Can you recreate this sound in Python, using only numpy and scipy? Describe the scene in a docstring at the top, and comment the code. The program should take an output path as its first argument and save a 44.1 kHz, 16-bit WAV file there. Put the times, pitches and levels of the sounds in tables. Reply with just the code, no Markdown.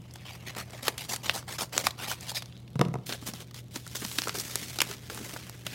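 """A scissor blade saws along the edge of a padded paper mailer in short strokes, heard from close by.
Stick-slip friction on the fibres makes the rasp, and creases snap as they buckle or give way.
The scissors clatter onto the table, exciting its damped modes; fingers then pry the slit open and
slide inside, crinkling the paper and flexing the padding. A faint mains hum fills the small room."""
import sys
import numpy as np
from scipy import signal
from scipy.fft import rfft, irfft, next_fast_len
from scipy.io import wavfile
from scipy.ndimage import uniform_filter1d, map_coordinates

SR = 44100
rng = np.random.default_rng(int(sys.argv[2]) if len(sys.argv) > 2 else 0)


def master_out(mix):
    """Clip the mix to full scale and print it as 16-bit PCM to the path in sys.argv[1]."""
    frames = np.transpose(np.atleast_2d(mix))
    ceiling = np.clip(frames, -1, 1)
    pcm = np.round(ceiling * 32767).astype(np.int16)
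    wavfile.write(sys.argv[1], SR, pcm)


N = 253530


def amp(db):
    """Amplitude ratio of a level in decibels."""
    return 10 ** (np.asarray(db) / 20)


def unit(x):
    """Normalisation to rms 1."""
    return x / np.sqrt(np.mean(x ** 2) + 1e-20)


def along(points, hz):
    """Interpolation of (frequency [Hz], value) points on a logarithmic frequency axis."""
    f, v = np.transpose(points)
    return np.interp(np.log(hz + 1), np.log(f + 1), v)


def wobble(rate):
    """Smooth random modulation: a spline through `rate` knots a second."""
    return map_coordinates(rng.standard_normal(int(N * rate / SR) + 4), [np.arange(N) * rate / SR])


def filtered(x, response):
    """Linear filtering: the spectrum is multiplied by a frequency response."""
    size = next_fast_len(N + 8192)
    return irfft(rfft(x, size) * response(np.fft.rfftfreq(size, 1 / SR)), size)[:N]


def coloured(x, spectrum):
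    """Spectral shaping, normalised to rms 1."""
    return unit(filtered(x, lambda hz: amp(along(spectrum, hz))))


def band(x, edges_hz, order=3):
    """Causal Butterworth band-pass."""
    return signal.sosfilt(signal.butter(order, edges_hz, 'band', fs=SR, output='sos'), x)


def add(track, start, sound):
    """Superposition of a sound on a track from `start` seconds."""
    part = track[round(start * SR):][:len(sound)]
    part += sound[:len(part)]


def stroke_gains(strokes, contact, attack_s, release_s, contact_body_db, contact_hiss_db):
    """Incoherent addition: strokes and light contact sum in power, giving body, rasp and hiss gains."""
    contact_db = np.interp(np.arange(N) / SR, *np.transpose(contact), left=-120, right=-120)
    power = np.outer(amp([contact_body_db, 0, contact_hiss_db]), amp(contact_db)) ** 2
    for start, length_s, db, swell_db, body_db, hiss_db in strokes:
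        age = np.arange(int((length_s + 0.2) * SR)) / SR
        bite = np.minimum(age / attack_s, 1)
        hold = amp(db + swell_db * (np.minimum(age / length_s, 1) - 0.5))
        release = np.exp(-np.maximum(age - length_s, 0) / release_s)
        for track, gain in zip(power, amp([body_db, 0, hiss_db])):
            add(track, start, (gain * bite * hold * release) ** 2)
    return np.sqrt(power)


def slips(per_s, scatter_db):
    """Shot noise: tiny catches of uneven size come at random, each shaking the sheet briefly."""
    sizes = amp(scatter_db * np.clip(rng.standard_normal(N), -2, 2)) * rng.choice([-1, 1], N)
    impulses = sizes * (rng.random(N) < per_s / SR)
    energy = signal.lfilter([1], [1, -np.exp(-1 / (0.00092 * SR))], impulses ** 2)
    shiver = np.sqrt(energy) * rng.standard_normal(N)
    return unit(unit(impulses) + unit(shiver))


def resonate(x, resonance, patchy_db):
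    """Time-varying resonance: one broad peak moves with the point of contact; lesser ones come and go."""
    hz, t, spectra = signal.stft(x, SR, nperseg=512)
    times, *columns = np.transpose(resonance)
    centre_hz, peak_db = [np.interp(t, times, column) for column in columns]
    octaves = np.log2((hz[:, None] + 1) / centre_hz)
    patches = uniform_filter1d(rng.standard_normal(spectra.shape), size=4, axis=0)
    patches = uniform_filter1d(patches, size=4, axis=1)
    gain_db = peak_db / (1 + (octaves / 0.4) ** 2) + patchy_db * np.clip(unit(patches), -2, 2)
    return signal.istft(spectra * amp(gain_db), SR, nperseg=512)[1][:N]


# the paper's body, rasp and hiss bands: (lower edge [Hz], upper edge [Hz])
PAPER_BANDS = [(300, 1500), (1500, 5000), (5000, 17000)]
def friction(gains, colour, resonance, catches_per_s, crinkles_per_s, crinkle_db, slide_gain,
             judder_db, judder_per_s, flex_db, patchy_db):
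    """Stick-slip friction: dense fibre catches and sparser crinkles over a hiss, as the sheet flexes."""
    catches = slips(catches_per_s, scatter_db=0.5)
    crinkles = amp(crinkle_db) * slips(crinkles_per_s, scatter_db=2.5)
    slide = slide_gain * rng.standard_normal(N)
    excitation = (catches + crinkles + slide) * amp(judder_db * wobble(judder_per_s))
    vibration = coloured(resonate(excitation, resonance, patchy_db), colour)
    body, rasp, hiss = [unit(band(vibration, edges, order=4)) for edges in PAPER_BANDS]
    flex = unit(band(rng.standard_normal(N), (160, 400)) * amp(7.7 * wobble(40)))
    sheet = unit((body + amp(flex_db) * flex) * amp(0.62 * wobble(90)))  # the sheet responds unevenly
    return (gains * [sheet, rasp, hiss]).sum(0)


# sawing strokes: (time [s], duration [s], rasp level [dB], swell [dB], body, hiss [dB re rasp])
BLADE_STROKES = [(0.245, 0.063, -48, 6.5, -6, -6.5), (0.321, .012, -52, 0, -5, -1),
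                 (0.347, 0.015, -47.5, -23, 0, 1.5), (0.458, 0.045, -42.5, 0, -5, -8),
                 (0.556, 0.056, -42, 4.5, 0.5, -3), (0.716, 0.078, -48.5, -0.5, -2.5, -6),
                 (0.82, 0.071, -40.5, 7.5, -2, 0), (0.971, 0.084, -44, -3, -9, -2.5),
                 (1.083, 0.06, -38, 3, -3, 2), (1.228, 0.087, -38, -0.5, -2.5, -4),
                 (1.33, 0.063, -40.5, -6, 1.5, 2.5), (1.474, 0.081, -41.5, -0.5, -4, -2),
                 (1.58, 0.054, -37.5, -2, -1, 1.5), (1.721, 0.095, -39.5, 3, -1.5, -2),
                 (1.834, 0.042, -36, 0.5, -3.5, -2), (1.973, 0.088, -43, 5.5, 0, -3),
                 (2.07, 0.054, -34, 5, -7, -2), (2.218, 0.033, -48.5, -15, 0.5, 1.5),
                 (2.258, 0.046, -45, 8, -4.5, 0.5), (2.34, 0.036, -39, 10, -10, -0.5)]
# light contact between strokes: (time [s], rasp level [dB])
BLADE_TOUCH = [(0, -65.5), (0.25, -59.5), (0.55, -59), (1.2, -57), (1.7, -65.5), (2.299, -54.5),
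               (2.6, -68.5), (3.05, -72)]
# spectrum of cutting: (frequency [Hz], relative level [dB])
CUT_SPECTRUM = [(200, 15.5), (300, -5), (450, -5.5), (750, -3), (1100, -6), (1500, -8.5), (2200, 3),
                (3200, 4.5), (4500, 0), (6500, -2), (9000, -4), (12000, -6), (16000, -9.5)]
# resonance of the free flap: (time [s], frequency [Hz], peak gain [dB])
FLAP_RESONANCE = [(0.3, 2900, 6), (0.48, 2160, 7), (0.6, 2020, 4), (0.86, 1800, 4), (1.02, 2900, 4.5),
                  (1.12, 5320, 1.5), (1.27, 4200, 2.5), (1.52, 3800, 1.5), (1.6, 5750, 3), (1.85, 4040, 3),
                  (2.04, 2290, 4.5), (2.11, 4400, 0.5), (2.29, 4050, 6), (2.37, 4400, 7.5),
                  (2.44, 3600, 8.5)]
def blade():
    """Forced vibration: the blade catches on fibres and drives the flap, whose resonance shifts."""
    gains = stroke_gains(BLADE_STROKES, BLADE_TOUCH, attack_s=0.012, release_s=0.011,
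                         contact_body_db=-0.5, contact_hiss_db=-4)
    return friction(gains, CUT_SPECTRUM, FLAP_RESONANCE, catches_per_s=1800, crinkles_per_s=330,
                    crinkle_db=0, slide_gain=0.82, judder_db=1.96, judder_per_s=200,
                    flex_db=-16.5, patchy_db=3.5)


# tones of the mains hum: (frequency [Hz], rms level [dB])
HUM_TONES = [(120.7, -49), (60.4, -65), (172, -66)]
# low rush of the room: (frequency [Hz], relative level [dB])
RUSH_SPECTRUM = [(25, -25), (45, -18), (65, -9.5), (82, 4.5), (100, -2.5), (170, 0), (230, -9),
                 (450, -14.5), (1000, -29), (4000, -45), (16000, -48)]
def hum_and_rush():
    """Tones over broadband noise: mains hum, slightly phase-modulated, above the room's low rush."""
    t = np.arange(N) / SR
    hum = sum(amp(db) * np.sqrt(2) * np.sin(2 * np.pi * hz * t + 0.098 * wobble(3))
              for hz, db in HUM_TONES)
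    return hum + amp(-51) * coloured(rng.standard_normal(N), RUSH_SPECTRUM)


# reverberation time of the room: (frequency [Hz], T60 [s])
ROOM_DECAY = [(150, 0.62), (460, 0.57), (1000, 0.36), (5000, 0.27), (15000, 0.3)]
def room(x):
    """Reverberation: diffuse wall reflections decay exponentially, the treble before the bass."""
    hz, t, spectra = signal.stft(rng.standard_normal(SR // 2), SR, nperseg=256)
    decay = amp(-60 * t / along(ROOM_DECAY, hz)[:, None])
    tail = signal.istft(spectra * decay, SR, nperseg=256)[1]
    response = np.pad(tail, (SR // 300, 0)) / np.linalg.norm(tail)
    return signal.fftconvolve(x, response)[:N]


def ticks(per_s=20, db=-52, t60_s=0.0096):
    """Random transients: the held mailer emits faint, quickly damped ticks."""
    out, t = np.zeros(N), np.arange(SR // 30) / SR
    for start in rng.uniform(0, N / SR, int(per_s * N / SR)):
        tick = unit(band(rng.standard_normal(len(t)), (1800, 9000), order=1))
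        add(out, start, tick * amp(db - 60 * t / t60_s))
    return out


# paper giving way: (time [s], rasp level [dB], body, hiss [dB re rasp], crease frequency [Hz],
# energy share of the first crack [0-1])
CREASE_SNAPS = [(0.11, -57.5, -12, 3, 5000, 0.8), (0.1384, -65.5, -4, 17, 7600, .7),
                (0.1571, -47, -1.5, -4, 770, 0.17), (0.55, -45.5, -4, -7, 1510, .5),
                (0.5835, -43.5, -6, 1, 1330, 0), (0.7067, -54.5, -2, 3, 5030, 0.7),
                (0.8815, -22.5, -1, -4.5, 1810, 0.6), (0.98, -38, -26, -1, 2960, .6),
                (1.1611, -37.5, -11, 1.5, 8050, 0.4), (1.2956, -20.5, -8.5, -20, 3200, .8),
                (1.427, -57.5, 8.5, -12, 1270, 0.7), (1.5844, -39.5, 0.5, -2, 6380, 0.1),
                (1.7788, -25, -5, 2.5, 6000, 0.86), (1.8677, -22.5, 0, -5, 990, 0),
                (1.9069, -37.5, -10, -6, 3820, .1), (2.114, -39.5, 7.5, 3, 1420, 0.3),
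                (2.2082, -56, -7, 12.5, 6320, .1), (2.3165, -47.5, 7, 4, 900, .3),
                (2.4222, -40, -5, -7, 3600, 0.2), (2.4583, -50, -12, -2, 5880, .7),
                (2.525, -53, -23, -19, 2850, 0.83), (2.567, -54, -19, -17, 3260, 0.9),
                (2.678, -54.5, -16, -12, 3360, 0.2), (3.0934, -36.5, -1.5, -6, 3510, 0.44),
                (3.124, -32, -10.5, -13, 4240, 0.25), (3.3363, -45, -17, 3, 4950, .2),
                (3.5107, -54, -2, -2, 4200, 0.6), (3.5433, -46, -7, -1, 3640, 0.14),
                (3.7582, -37, -4, -2.5, 6650, 0.05), (3.8657, -51.5, 6.5, 3, 1230, 0.65),
                (3.877, -49, -12, 4, 8000, .7), (3.9514, -42.5, 2.5, -2, 3920, .5),
                (3.966, -43, -7, 1, 6000, .3), (4.0492, -35, -20, -4, 5080, 0.25),
                (4.1141, -39, -9, -5, 3470, .3), (4.185, -23.5, -8.5, -7, 3600, 0.02),
                (4.2192, -32, -8, -9, 5370, 1), (4.236, -36, -15, -6, 3220, 0),
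                (4.2722, -42.5, 11, -4, 1450, .4), (4.2833, -40, 0, 3.5, 1380, 0.75),
                (4.2942, -31, -4, -11, 2920, 0.9), (4.3524, -39, 0.5, -15, 1600, 0.1),
                (4.3986, -40, -25, 7.5, 5570, .4), (4.5566, -31.5, -5.5, 4.5, 9250, 0.84),
                (4.7873, -30.5, -6.5, -3, 4180, 0.25), (4.8037, -22, -13, -8, 3030, 0.18),
                (4.8164, -22, -5.5, -1.5, 2150, 0), (4.9121, -39, -2.5, -2, 6000, 0.3),
                (5.0995, -39, -2.5, -6, 1420, 0.37), (5.147, -50.5, -4, 8.5, 11750, 1),
                (5.175, -44, 2.5, -4, 1400, .3), (5.363, -48.5, 11, -14, 1420, 0.7),
                (5.4964, -51.5, 6, 8, 11200, 0.99), (5.6659, -31.5, -7, -6, 2780, 0.33)]
def snaps():
    """Buckling: a crease releases a sharp crack and a brief rattle, both coloured by its resonance."""
    out, t = np.zeros(N), np.arange(SR // 20) / SR
    span_gain = np.sqrt(0.008 * SR / len(t))  # levels refer to the energy spread over 8 ms
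    for start, db, body_db, hiss_db, hz, share in CREASE_SNAPS:
        crack, rattle = rng.standard_normal((2, len(t)))
        crack = unit(crack * amp(-60 * t / 0.0014))
        rattle = unit(rattle * amp(-60 * t / 0.019) * (1 - np.exp(-t / 0.0005)))
        pop = band(np.sqrt(share) * crack + np.sqrt(1 - share) * rattle, (650, 9000), order=1)
        pop += 1.44 * signal.lfilter(*signal.iirpeak(hz, Q=3, fs=SR), pop)
        gains = amp([body_db, 0, hiss_db])
        parts = [gain * unit(band(pop, edges)) for gain, edges in zip(gains, PAPER_BANDS)]
        add(out, start, amp(db) * span_gain * sum(parts))
    return out


# scissors striking the table: (time [s], thud level [dB], knock level [dB], steel tick level [dB])
SCISSOR_IMPACTS = [(2.756, -24, -30.5, -38), (2.793, -19, -19, -25), (2.809, -14, -26, -54),
                   (2.813, -22, -9, -20), (2.851, -42, -24, -34.5), (2.861, -24.5, -31, -61),
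                   (2.884, -23, -32, -40.5), (2.915, -30, -39, -58), (2.94, -25.5, -23, -34),
                   (2.955, -31, -22, -43), (2.986, -37, -37, -52)]
# modes of the table top: (frequency [Hz], relative level [dB], T60 [s])
TABLE_MODES = [(133.8, -8.5, 0.24), (157, 1.5, 0.1), (188.4, -7, 0.11), (229, -11, 0.049),
               (320, -5.5, 0.021), (391, -6, 0.041), (455, -3.5, 0.04), (635, -8.5, 0.022),
               (710, -5.5, 0.025), (804, -10, .025), (982, -7, 0.031), (1112, -10.5, 0.027),
               (1215, -3, 0.014)]
def scissors_landing():
    """Modal impact: the rocking scissors' weight thuds in the low modes; their edges knock the higher."""
    out, t = np.zeros(N), np.arange(SR // 4) / SR
    hz, mode_db, t60 = np.transpose(TABLE_MODES)[:, :, None]
    onset = 1 - np.exp(-t / 0.0013)
    for start, thud_db, knock_db, tick_db in SCISSOR_IMPACTS:
        scatter_db, phase_scatter = rng.standard_normal((2, len(TABLE_MODES), 1))
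        level_db = mode_db + np.where(hz < 300, thud_db, knock_db) + scatter_db
        modes = amp(level_db - 60 * t / t60) * np.sin(2 * np.pi * hz * t + 0.5 * phase_scatter)
        steel = unit(band(rng.standard_normal(len(t)), (1300, 2900), order=1))
        add(out, start, modes.sum(0) * onset + steel * amp(tick_db - 60 * t / 0.014))
    return band(out, (100, 15000))  # a small board radiates no deep bass


# finger slides: (time [s], duration [s], rasp level [dB], swell [dB], body, hiss [dB re rasp])
FINGER_STROKES = [(3.058, 0.031, -51.5, -3, -7, 5), (3.088, 0.064, -43, -6.5, 0.5, -1),
                  (3.205, 0.053, -64.5, 0, -6, 7.5), (3.26, 0.034, -44.5, -4, 1, 5),
                  (3.33, 0.09, -52.5, 2.5, -0.5, -0.5), (3.54, 0.059, -56.5, 2, -4, 1.5),
                  (3.705, 0.31, -59.5, -2, -4, 3), (3.741, 0.024, -50.5, 1, 6, 6),
                  (3.945, 0.03, -44, -7, -4, 6.5), (3.985, 0.2, -50.5, 2, -5.5, 6.5),
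                  (4.014, 0.034, -45, -17, 4.5, -5), (4.175, 0.11, -44, -4, -5.5, 1),
                  (4.338, 0.072, -42, 6, -5, 3), (4.42, 0.35, -47.5, -4, -4.5, 1),
                  (4.825, 0.12, -47, 2.5, -2.5, -2), (5.098, 0.27, -47, -1, -2, 0),
                  (5.38, 0.11, -50.5, -6, -4.5, -5.5), (5.665, 0.077, -46, -8, -6.5, -5)]
# light contact between slides: (time [s], rasp level [dB])
FINGER_TOUCH = [(3.0, -77), (3.17, -56.5), (3.65, -72), (4.3, -46.5), (4.949, -54.5), (5.02, -53.5),
                (5.5, -54), (5.63, -58), (5.75, -44)]
# spectrum of rubbing: (frequency [Hz], relative level [dB])
RUB_SPECTRUM = [(200, 20.5), (300, 4), (450, -2), (700, -4.5), (1000, -5.5), (1500, -6.5), (2200, -3),
                (3200, -4.5), (4500, -7), (6500, -4), (9000, -6), (12000, -7.5), (16000, -10)]
# resonance of the pocket: (time [s], frequency [Hz], peak gain [dB])
POCKET_RESONANCE = [(3.1, 3340, 6.5), (3.8, 3380, 9), (4.2, 3700, 3.5), (4.4, 5430, 1), (4.65, 3600, 4),
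                    (5.3, 3000, 1), (5.7, 2930, 2.5)]
def fingers():
    """Sliding friction: fingers rub and flex the paper, shifting the pocket's resonance as they enter."""
    gains = stroke_gains(FINGER_STROKES, FINGER_TOUCH, attack_s=0.013, release_s=0.014,
                         contact_body_db=-4, contact_hiss_db=-4)
    return friction(gains, RUB_SPECTRUM, POCKET_RESONANCE, catches_per_s=800, crinkles_per_s=110,
                    crinkle_db=-1, slide_gain=1.0, judder_db=1.85, judder_per_s=68,
                    flex_db=-5.5, patchy_db=2.0)


# padded wall flexing under the fingers: (time [s], level [dB], frequency [Hz])
PADDING_BUMPS = [(3.091, -30, 278), (3.224, -30, 263), (3.286, -26.5, 205), (3.335, -28, 215),
                 (3.761, -27, 265), (3.949, -33, 430), (4.049, -23.5, 210), (4.185, -26.5, 278),
                 (4.272, -29, 450), (4.346, -25, 410), (4.378, -29, 377), (4.787, -29.5, 344),
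                 (4.899, -30, 403), (5.098, -31, 452), (5.12, -33, 480), (5.663, -31.5, 182)]
def padding_bumps(t60_s=0.033, attack_s=0.0025):
    """Damped oscillation: the padding gives with a soft, short note and a dull scuff."""
    out, t = np.zeros(N), np.arange(SR // 8) / SR
    for start, db, hz in PADDING_BUMPS:
        scuff = unit(band(rng.standard_normal(len(t)), (220, 1100), order=1))
        push = 1.16 * np.sin(2 * np.pi * hz * t) + 0.47 * band(scuff, (120, 1800), order=2)
        add(out, start, amp(db - 60 * t / t60_s) * (1 - np.exp(-t / attack_s)) * push)
    return out


def scene():
    """Superposition: direct sound of paper and table, their reverberation, and the room's background."""
    paper = blade() + fingers() + snaps() + padding_bumps() + ticks()
    table = scissors_landing()
    reverberation = room(amp(-21) * paper + amp(-15) * table)
    return (paper + table + reverberation + hum_and_rush())[None]


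def record(dry):
    """Band limiting: an ideal low-pass removes everything above 16 kHz."""
    return filtered(dry[0], lambda hz: hz < 16000)[None]


dry = scene()
out = record(dry)
master_out(out)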